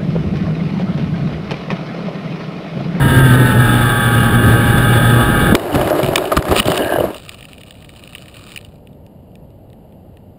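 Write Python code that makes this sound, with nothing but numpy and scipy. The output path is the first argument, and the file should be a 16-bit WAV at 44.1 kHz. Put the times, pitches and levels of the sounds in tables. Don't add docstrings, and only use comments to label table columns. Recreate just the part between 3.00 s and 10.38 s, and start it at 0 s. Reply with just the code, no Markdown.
import sys
import numpy as np
from scipy import signal
from scipy.fft import rfft, irfft
from scipy.io import wavfile
from scipy.ndimage import uniform_filter1d

SR = 44100
rng = np.random.default_rng(int(sys.argv[2]) if len(sys.argv) > 2 else 0)


def digitize_waveform(pressure):
    field = np.atleast_2d(pressure).T
    bounded = np.clip(field, -1, 1)
    quanta = np.round(bounded * 32767).astype(np.int16)
    wavfile.write(sys.argv[1], SR, quanta)


N = 325458
T = np.arange(N) / SR

# time_s, hum_db, wind_db
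FLIGHT_LEVELS = [(0.0, -18.5, -11.5), (0.15, -9, -12), (0.53, -10.5, -13), (1.01, -17, -16.5),
                 (1.61, -11.5, -12.5), (2.0, -13.5, -13.5), (2.2, -7, -13.5), (2.31, -25, -11),
                 (2.56, -37, -10.5)]
# time_s, speed_hz
SHAFT_SPEED = [(0.0, 134.7), (0.12, 133.0), (0.24, 130.2), (0.36, 125.9), (0.6, 121.9), (0.84, 118.6),
               (1.08, 117.6), (1.38, 116.8), (1.68, 117.0), (2.16, 118.6), (2.4, 117.3), (2.55, 114.8)]
# shaft_multiple, level_db
HUM_ORDERS = [(1, -0.5), (2, -9.5), (3, -20.5), (4, -28), (5, -27.5)]
# shaft_multiple, level_db
MAGNET_TONES = [(7, -7), (8, -24), (21, -22)]
# ball_pass_multiple, level_db
BEARING_TONES = [(4, -12), (5, -1.5), (6, -19.5), (8, -8.5), (9, -7), (10, -8.5), (11, -7.5), (12, -8),
                 (13, -11)]
# time_s, gain_db
FOURTH_BEARING_GAIN = [(0.0, 8), (0.53, 0), (1.01, 14), (1.65, 14), (2.0, -2), (2.19, 15.5), (2.45, 10)]
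SIDE_ORDERS = [10.49, 10.74, 13.11, 13.42, 13.71, 14.37, 14.78]
SIDE_LEVELS = [-10.5, -6.5, -13, -4, -9.5, -6.5, -4]
SHAKEN_CENTRES = [830, 1140, 1270, 1590, 1700, 1830, 2040, 2280, 2550, 2870, 3130, 3470, 3750, 4100]
# width_hz (of one filter pass), level_db
SHAKEN_MODES = [(352, -3.5), (170, -13.5), (163, 1.5), (178.6, -0.5), (121, -2.5), (122, -5), (300, -15),
                (230.6, -10.5), (530, -19), (223, -8.5), (250, -13.5), (118, -2.5), (121.7, -10),
                (148, -48)]
# frequency_hz, density_db (per Hz)
WIND_SPECTRUM = [(12, -58), (20, -7.5), (65, -2.5), (119, 3.5), (527, -11), (743, -17), (823, -28),
                 (1050, -23), (1200, -38), (1560, -35), (2640, -120)]
# time_s, airframe_drag_db, case_stalks_db
SLIDE_LEVELS = [(2.556, -19, -35.5), (2.66, -21.5, -36), (2.7, -19, -44), (2.74, -14.5, -31),
                (2.83, -16, -33), (2.92, -15, -35.5), (2.99, -15, -32), (3.04, -19, -33),
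                (3.16, -18.5, -38.5), (3.2, -19, -34), (3.44, -24, -40), (3.522, -13, -32.5),
                (3.6, -23.5, -25.5), (3.624, -26, -38.5), (3.706, -18, -25), (3.862, -18.5, -36),
                (4.0, -18, -43), (4.06, -18.5, -51), (4.222, -45.5, -57), (4.3, -56, -71)]
# start_s, length_s, level_db, part
SCRAPES = [(2.737, 0.13, -21, "belly"), (2.879, 0.037, -26.5, "wing"), (2.952, 0.041, -30, "wing"),
           (3.028, 0.13, -24.5, "belly"), (3.318, 0.017, -19, "wing"), (3.363, .012, -18.5, "wing"),
           (3.364, 0.033, -17.5, "belly"), (3.489, 0.046, -22.5, "belly"), (3.578, 0.033, -17.5, "belly"),
           (3.658, .06, -20, "belly"), (3.661, .2, -32.5, "lid"), (3.92, 0.092, -37, "lid"),
           (3.977, .11, -26.5, "belly"), (3.754, 0.107, -32, "tail"), (3.856, 0.12, -28.5, "tail")]
# time_s, level_db
FLIP_RATTLE = [(3.545, -36), (3.562, -15.5), (3.585, -16.5), (3.602, -12)]
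# time_s, level_db
RUSTLE_LEVELS = [(4.05, -55), (4.13, -42), (4.602, -50), (4.846, -48.5), (5.338, -46), (5.47, -41.5),
                 (5.618, -51.5), (5.856, -71.5), (6.0, -73)]
# centre_hz, width_hz, level_db
AIRFRAME = [(54.7, 43, -9.5), (142, 82, -4), (292, 107, -4), (380, 59, 1.5), (611, 95, 0.5),
            (840, 810, -14.5)]
# centre_hz, width_hz, level_db
PANELS = [(1204, 270, 13.5), (1652, 197, -9)]
# centre_hz, width_hz, level_db
CASE = [(1200, 230, 3.5), (1840, 160, -1), (2431, 270, 4), (2930, 230, 6.5), (3700, 450, 1.5),
        (4970, 990, -4.5)]
# start_s, case_peak_db, panel_peak_db, pitch_hz
KNOCKS = [(2.5505, 1.5, 0, 2130), (2.595, -19.5, -25, 2950), (2.7549, -17, -11, 2390),
          (2.811, -14.5, -12, 2970), (2.8742, -32, -10, 1810), (2.899, -13.5, -32, 2000),
          (2.9886, -20, -22, 2850), (3.03, -14.5, -20, 3100), (3.043, -14, -18, 3100),
          (3.0613, -14, -31, 1840), (3.1561, 2, -13, 2600), (3.1797, -7, -5.5, 2110),
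          (3.318, -42, -8, 1840), (3.366, -7.5, -15, 2820), (3.3725, -19, -1.5, 1810),
          (3.4237, -32, -13.5, 1910), (3.452, -32, -12.5, 1810), (3.483, -38, -11, 2030),
          (3.511, -36, -9, 2130), (3.5985, 2, -7, 3040), (3.626, -16.5, -21, 2760),
          (3.6543, -14, -16, 2780), (3.717, -12, -7.5, 2890), (3.755, -18, -14, 2910),
          (3.7754, -6, -15, 2710), (3.8452, -16, -30, 2920), (4.144, -22, -24, 2880)]
# start_s, peak_db, pitch_hz
THUDS = [(2.523, 1.5, 204), (2.546, -0.5, 362), (2.74, -8, 276), (2.863, -11.5, 606), (2.916, -6, 594),
         (2.929, -8, 610), (2.993, -4.5, 595), (3.318, -6, 610), (3.327, -6, 600), (3.37, -6, 142),
         (3.506, -10, 320), (3.526, -3.5, 393), (3.538, -8, 380), (3.599, -10, 206), (3.707, -7.5, 590),
         (3.719, -10, 610), (3.808, -6.5, 388), (3.923, -7, 700), (3.96, -4.5, 676), (3.985, -2.5, 495),
         (4.007, -3, 498), (4.041, -5.5, 484)]
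# start_s, peak_db, pitch_hz
TICKS = [(4.181, -24, 2930), (4.1999, -31, 2880), (4.2223, -30, 2990), (4.2507, -29, 2930),
         (4.2922, -14.5, 2570), (4.344, -32, 2910), (4.4075, -27, 2510), (4.4258, -26, 3750),
         (4.4524, -25, 3670), (4.5206, -31, 3780), (4.5315, -24, 3040), (4.581, -28, 2620),
         (4.6117, -30, 2970), (4.7077, -21.5, 2860), (4.8239, -35.5, 2960), (4.8915, -26.5, 2970),
         (4.9606, -31, 2960), (5.037, -25, 3010), (5.0749, -25.5, 2970), (5.1314, -29, 2940),
         (5.1502, -17.5, 2400), (5.1816, -23.5, 2860), (5.2576, -31, 2380), (5.2814, -26.5, 2990),
         (5.342, -28, 2930), (5.3667, -28, 2650), (5.5179, -25, 2870), (5.5603, -16, 2880),
         (5.5743, -16, 2900), (5.6114, -31, 2820), (5.8717, -34, 2940), (5.9299, -46, 2910),
         (6.064, -39, 2810), (6.317, -51, 2920), (6.354, -35, 2830), (6.5036, -49.5, 2810),
         (6.7002, -43.5, 2940), (6.73, -40, 3700), (6.9232, -46, 2900), (7.1402, -53, 2730),
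         (7.17, -39, 1890)]
# frequency_hz, density_db (per Hz)
BREEZE_SPECTRUM = [(12, -50.5), (20, -13), (103, -0.5), (196, -5), (392, -13.5), (601, -11.5), (944, -24.5),
                   (1060, -32.5), (1480, -39), (2570, -43.5), (2820, -36.5), (3500, -46.5), (4880, -45),
                   (5900, -62.5), (7670, -99), (13000, -120)]

BALL_PASS = 2.429
WHINE_DB, TONES_DB, SHAKEN_DB, HISS_DB = -17.5, -1, -4.5, -21.5
STRIKE_S, STALL_DB_PER_S = 2.515, -330
BELLY_DB, WING_DB, TAIL_DB, LID_DB = -13.5, -16.5, -21, -28
DIG_S = 0.008
CONTACT_S = 0.006
FAINT_START_S, FAINT_END_S, FAINT_COUNT = 4.18, 5.66, 14
FAINT_DB, FAINT_SPREAD_DB, FAINT_HZ = -33, 5, 2920
BREEZE_DB = -40
CAMERA_HZ, HOLD, TOP_HZ = 12000, 4, 15600


def flight():
    (hum_db, wind_db), gate = curves(FLIGHT_LEVELS)
    whine_db = WHINE_DB + STALL_DB_PER_S * np.maximum(T - STRIKE_S, 0)
    speed_hz = curve(SHAFT_SPEED) * (1 + 0.001 * walk(39.66))
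    turn = 2 * np.pi * np.cumsum(speed_hz) / SR
    hum = -undb(hum_db) * unit(shaft_hum(turn))
    whine = undb(whine_db) * motor_whine(turn)
    wind = undb(wind_db) * air(WIND_SPECTRUM, gust_db=1.0, flicker_db=1.76, rate=12.67)
    return gate * (hum + whine + wind)


def shaft_hum(turn):
    sway = walk(29.97)
    flutter = undb(2.2 * walk(45))
    return flutter * sum(undb(db) * np.cos(k * (turn + 0.25 * sway)) for k, db in HUM_ORDERS)


def motor_whine(turn):
    body = [(hz, *mode) for hz, mode in zip(SHAKEN_CENTRES, SHAKEN_MODES)]
    magnets = sum(undb(db + 0.88 * walk(56)) * np.sin(k * turn) for k, db in MAGNET_TONES)
    balls = [undb(db + 2.4 * walk(17)) * np.sin(k * (BALL_PASS * turn + 0.18 * walk(30)))
             for k, db in BEARING_TONES]
    balls[0] *= undb(curve(FOURTH_BEARING_GAIN))
    sides = sum(undb(db + 2.0 * walk(25.1)) * np.sin(k * (turn + 0.033 * walk(40.05)))
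                for k, db in zip(SIDE_ORDERS, SIDE_LEVELS))
    tones = magnets + ring(sum(balls) + sides, body, order=2)
    throb = 1 + 0.12 * np.cos(turn)
    shaking = throb * undb(1.56 * walk(59.6)) * rng.standard_normal(N)
    vibration = unit(ring(shaking, body, order=2))
    propeller_hiss = unit(ring(shaking, [(4130, 1730, 0)], order=2))
    return undb(TONES_DB) * tones + undb(SHAKEN_DB) * vibration + undb(HISS_DB) * propeller_hiss


def slide():
    (drag_db, stalks_db), sliding = curves(SLIDE_LEVELS)
    (rustle_db,), settling = curves(RUSTLE_LEVELS)
    (crunch_db,), flipping = curves(FLIP_RATTLE)
    stalks = brushing(per_s=390, brush_s=0.002, bunch_db=2.0, bed=0.047)
    rustle = brushing(per_s=540, brush_s=0.0014, bunch_db=2.0, bed=0.062)
    crunch = unit(ring(grains(1499, 0.97, 0.5), CASE))
    out = sliding * (dragging(drag_db) + undb(stalks_db) * stalks)
    out += settling * undb(rustle_db) * rustle
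    return out + flipping * undb(crunch_db) * crunch


def dragging(drag_db):
    tufts = undb(1.2 * walk(50))
    rumble = unit(tufts * ring(grains(600, 3.6, 1.1), AIRFRAME[2:]))
    belly = unit(tufts * ring(grains(600, 3.6, 1.1), AIRFRAME[:2]))
    wing = unit(tufts * ring(grains(600, 2.6, 1.0), PANELS[:1]))
    tail = unit(tufts * ring(grains(600, 2.6, 1.0), PANELS[1:], order=2))
    lid = unit(ring(grains(150, 3.6, 0.3), CASE[3:4], order=2))
    out = undb(drag_db) * rumble
    out += digging("belly", drag_db + BELLY_DB) * belly
    out += digging("wing", drag_db + WING_DB) * wing
    out += digging("tail", drag_db + TAIL_DB) * tail
    return out + digging("lid", drag_db + LID_DB) * lid


def digging(part, rest_db):
    gain = undb(rest_db)
    for start_s, length_s, db, name in SCRAPES:
        if name == part:
            inside_s = np.minimum(T - start_s, start_s + length_s - T)
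            gain = gain + undb(db) * np.clip(inside_s / DIG_S + 0.5, 0, 1)
    return gain


def brushing(per_s, brush_s, bunch_db, bed):
    touch = signal.lfilter([1], [1, -np.exp(-1 / (brush_s * SR))], abs(grains(per_s, 3.0, bed)))
    return unit(undb(bunch_db * walk(35)) * ring(touch * rng.standard_normal(N), CASE))


def knocks():
    out, t = np.zeros(N), T[:2048]
    envelope = np.sin(np.pi * np.clip(t / CONTACT_S, 0, 1) ** 0.39)
    for start_s, case_db, panel_db, hz in KNOCKS:
        push = rng.standard_normal(len(t)) * envelope
        case = ring(push, struck_case(3.0)) + 0.6 * band(push, hz, 300.0)
        add(out, start_s, case_db, case)
        add(out, start_s, panel_db, ring(push, PANELS))
    return out


def thuds():
    out, t = np.zeros(N), T[:4096]
    foam = signal.butter(2, 1200, fs=SR)
    for start_s, db, hz in THUDS:
        swing = np.cos(2 * np.pi * hz * t) * np.exp(-t * hz / 1.6)
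        push = signal.lfilter(*foam, swing)
        add(out, start_s, db, push + 1.18 * ring(push, AIRFRAME))
    return out


def ticks():
    out, t = np.zeros(N), T[:1024]
    dull = signal.butter(1, 3500, fs=SR)
    envelope = np.exp(-t / 0.0012) * np.minimum(t / 0.00028, 1)
    faint = [(rng.uniform(FAINT_START_S, FAINT_END_S), FAINT_DB + FAINT_SPREAD_DB * rng.uniform(-1, 1), FAINT_HZ)
             for _ in range(FAINT_COUNT)]
    for start_s, db, hz in list(TICKS) + faint:
        push = signal.lfilter(*dull, rng.standard_normal(len(t)) * envelope)
        add(out, start_s, db, ring(push, struck_case(2.5)) + 0.45 * band(push, hz, 350.0))
    return out


def struck_case(spread_db):
    return [(hz, width, db + spread_db * rng.standard_normal()) for hz, width, db in CASE[1:]]


def field():
    breeze = air(BREEZE_SPECTRUM, gust_db=0.33, flicker_db=0.43, rate=8)
    sung = undb(3.01 * walk(20)) * ring(rng.standard_normal(N), [(2800, 220, 0)], order=2)
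    return undb(BREEZE_DB) * (breeze + undb(-36) * unit(sung))


def air(spectrum, gust_db, flicker_db, rate):
    hz, db = np.transpose(spectrum)
    f = np.arange(N // 2 + 1) * SR / N + 1e-3
    shaped = rfft(rng.standard_normal(N)) * undb(np.interp(np.log(f), np.log(hz), db, right=-120))
    place = 2 * np.log2(np.maximum(f, 20) / 20)
    gust = walk(rate / 4)
    out = 0
    for k in range(int(2 * np.log2(hz[-1] / 20)) + 2):
        one_band = irfft(shaped * np.maximum(1 - abs(place - k), 0), N)
        out = out + undb(gust_db * gust + flicker_db * walk(rate)) * one_band
    return unit(out)


def grains(per_s, spread_db, bed):
    hit = rng.random(N) < per_s / SR
    size = np.minimum(rng.exponential(size=N), 4)
    clicks = hit * rng.standard_normal(N) * undb(spread_db * size)
    return unit(clicks) + bed * rng.standard_normal(N)


def ring(x, modes, order=1):
    out = 0
    for k, (hz, width, db) in enumerate(modes):
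        once = band(x, hz, width)
        out = out + (-1) ** k * undb(db) * (once if order == 1 else band(once, hz, width))
    return out


def band(x, hz, width):
    return signal.lfilter(*signal.iirpeak(hz, hz / width, SR), x)


def walk(rate):
    k = int(SR / rate)
    held = np.repeat(rng.standard_normal(N // k + 1), k)
    return 1.3 * uniform_filter1d(uniform_filter1d(held, k), k)[:N]


def curve(table):
    return np.interp(T, *np.transpose(table))


def curves(table):
    s, *columns = np.transpose(table)
    gate = uniform_filter1d(1.0 * (T <= s[-1]) * (T >= s[0]), size=64, mode="nearest")
    return [np.interp(T, s, c) for c in columns], gate


def add(out, start_s, db, x):
    i = int(start_s * SR)
    out[i:i + len(x)] += (undb(db) * x / abs(x).max())[:N - i]


def undb(db):
    return 10 ** (np.asarray(db) / 20)


def unit(x):
    return x / np.sqrt(np.mean(x ** 2))


def scene():
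    return (flight() + slide() + knocks() + thuds() + ticks() + field())[None]


def record(dry):
    low_pass = signal.butter(4, 5300, fs=SR, output="sos")
    soft = signal.sosfilt(low_pass, np.clip(dry, -1, 1))
    slow = signal.resample_poly(soft, CAMERA_HZ, SR, axis=1)
    held = signal.resample_poly(np.repeat(slow, HOLD, axis=1), SR, HOLD * CAMERA_HZ, axis=1)
    held = np.pad(held, ((0, 0), (0, HOLD)))[:, :N]
    return signal.sosfilt(signal.ellip(10, 0.2, 70, TOP_HZ, fs=SR, output="sos"), held)


dry = scene()
out = record(dry)
digitize_waveform(out)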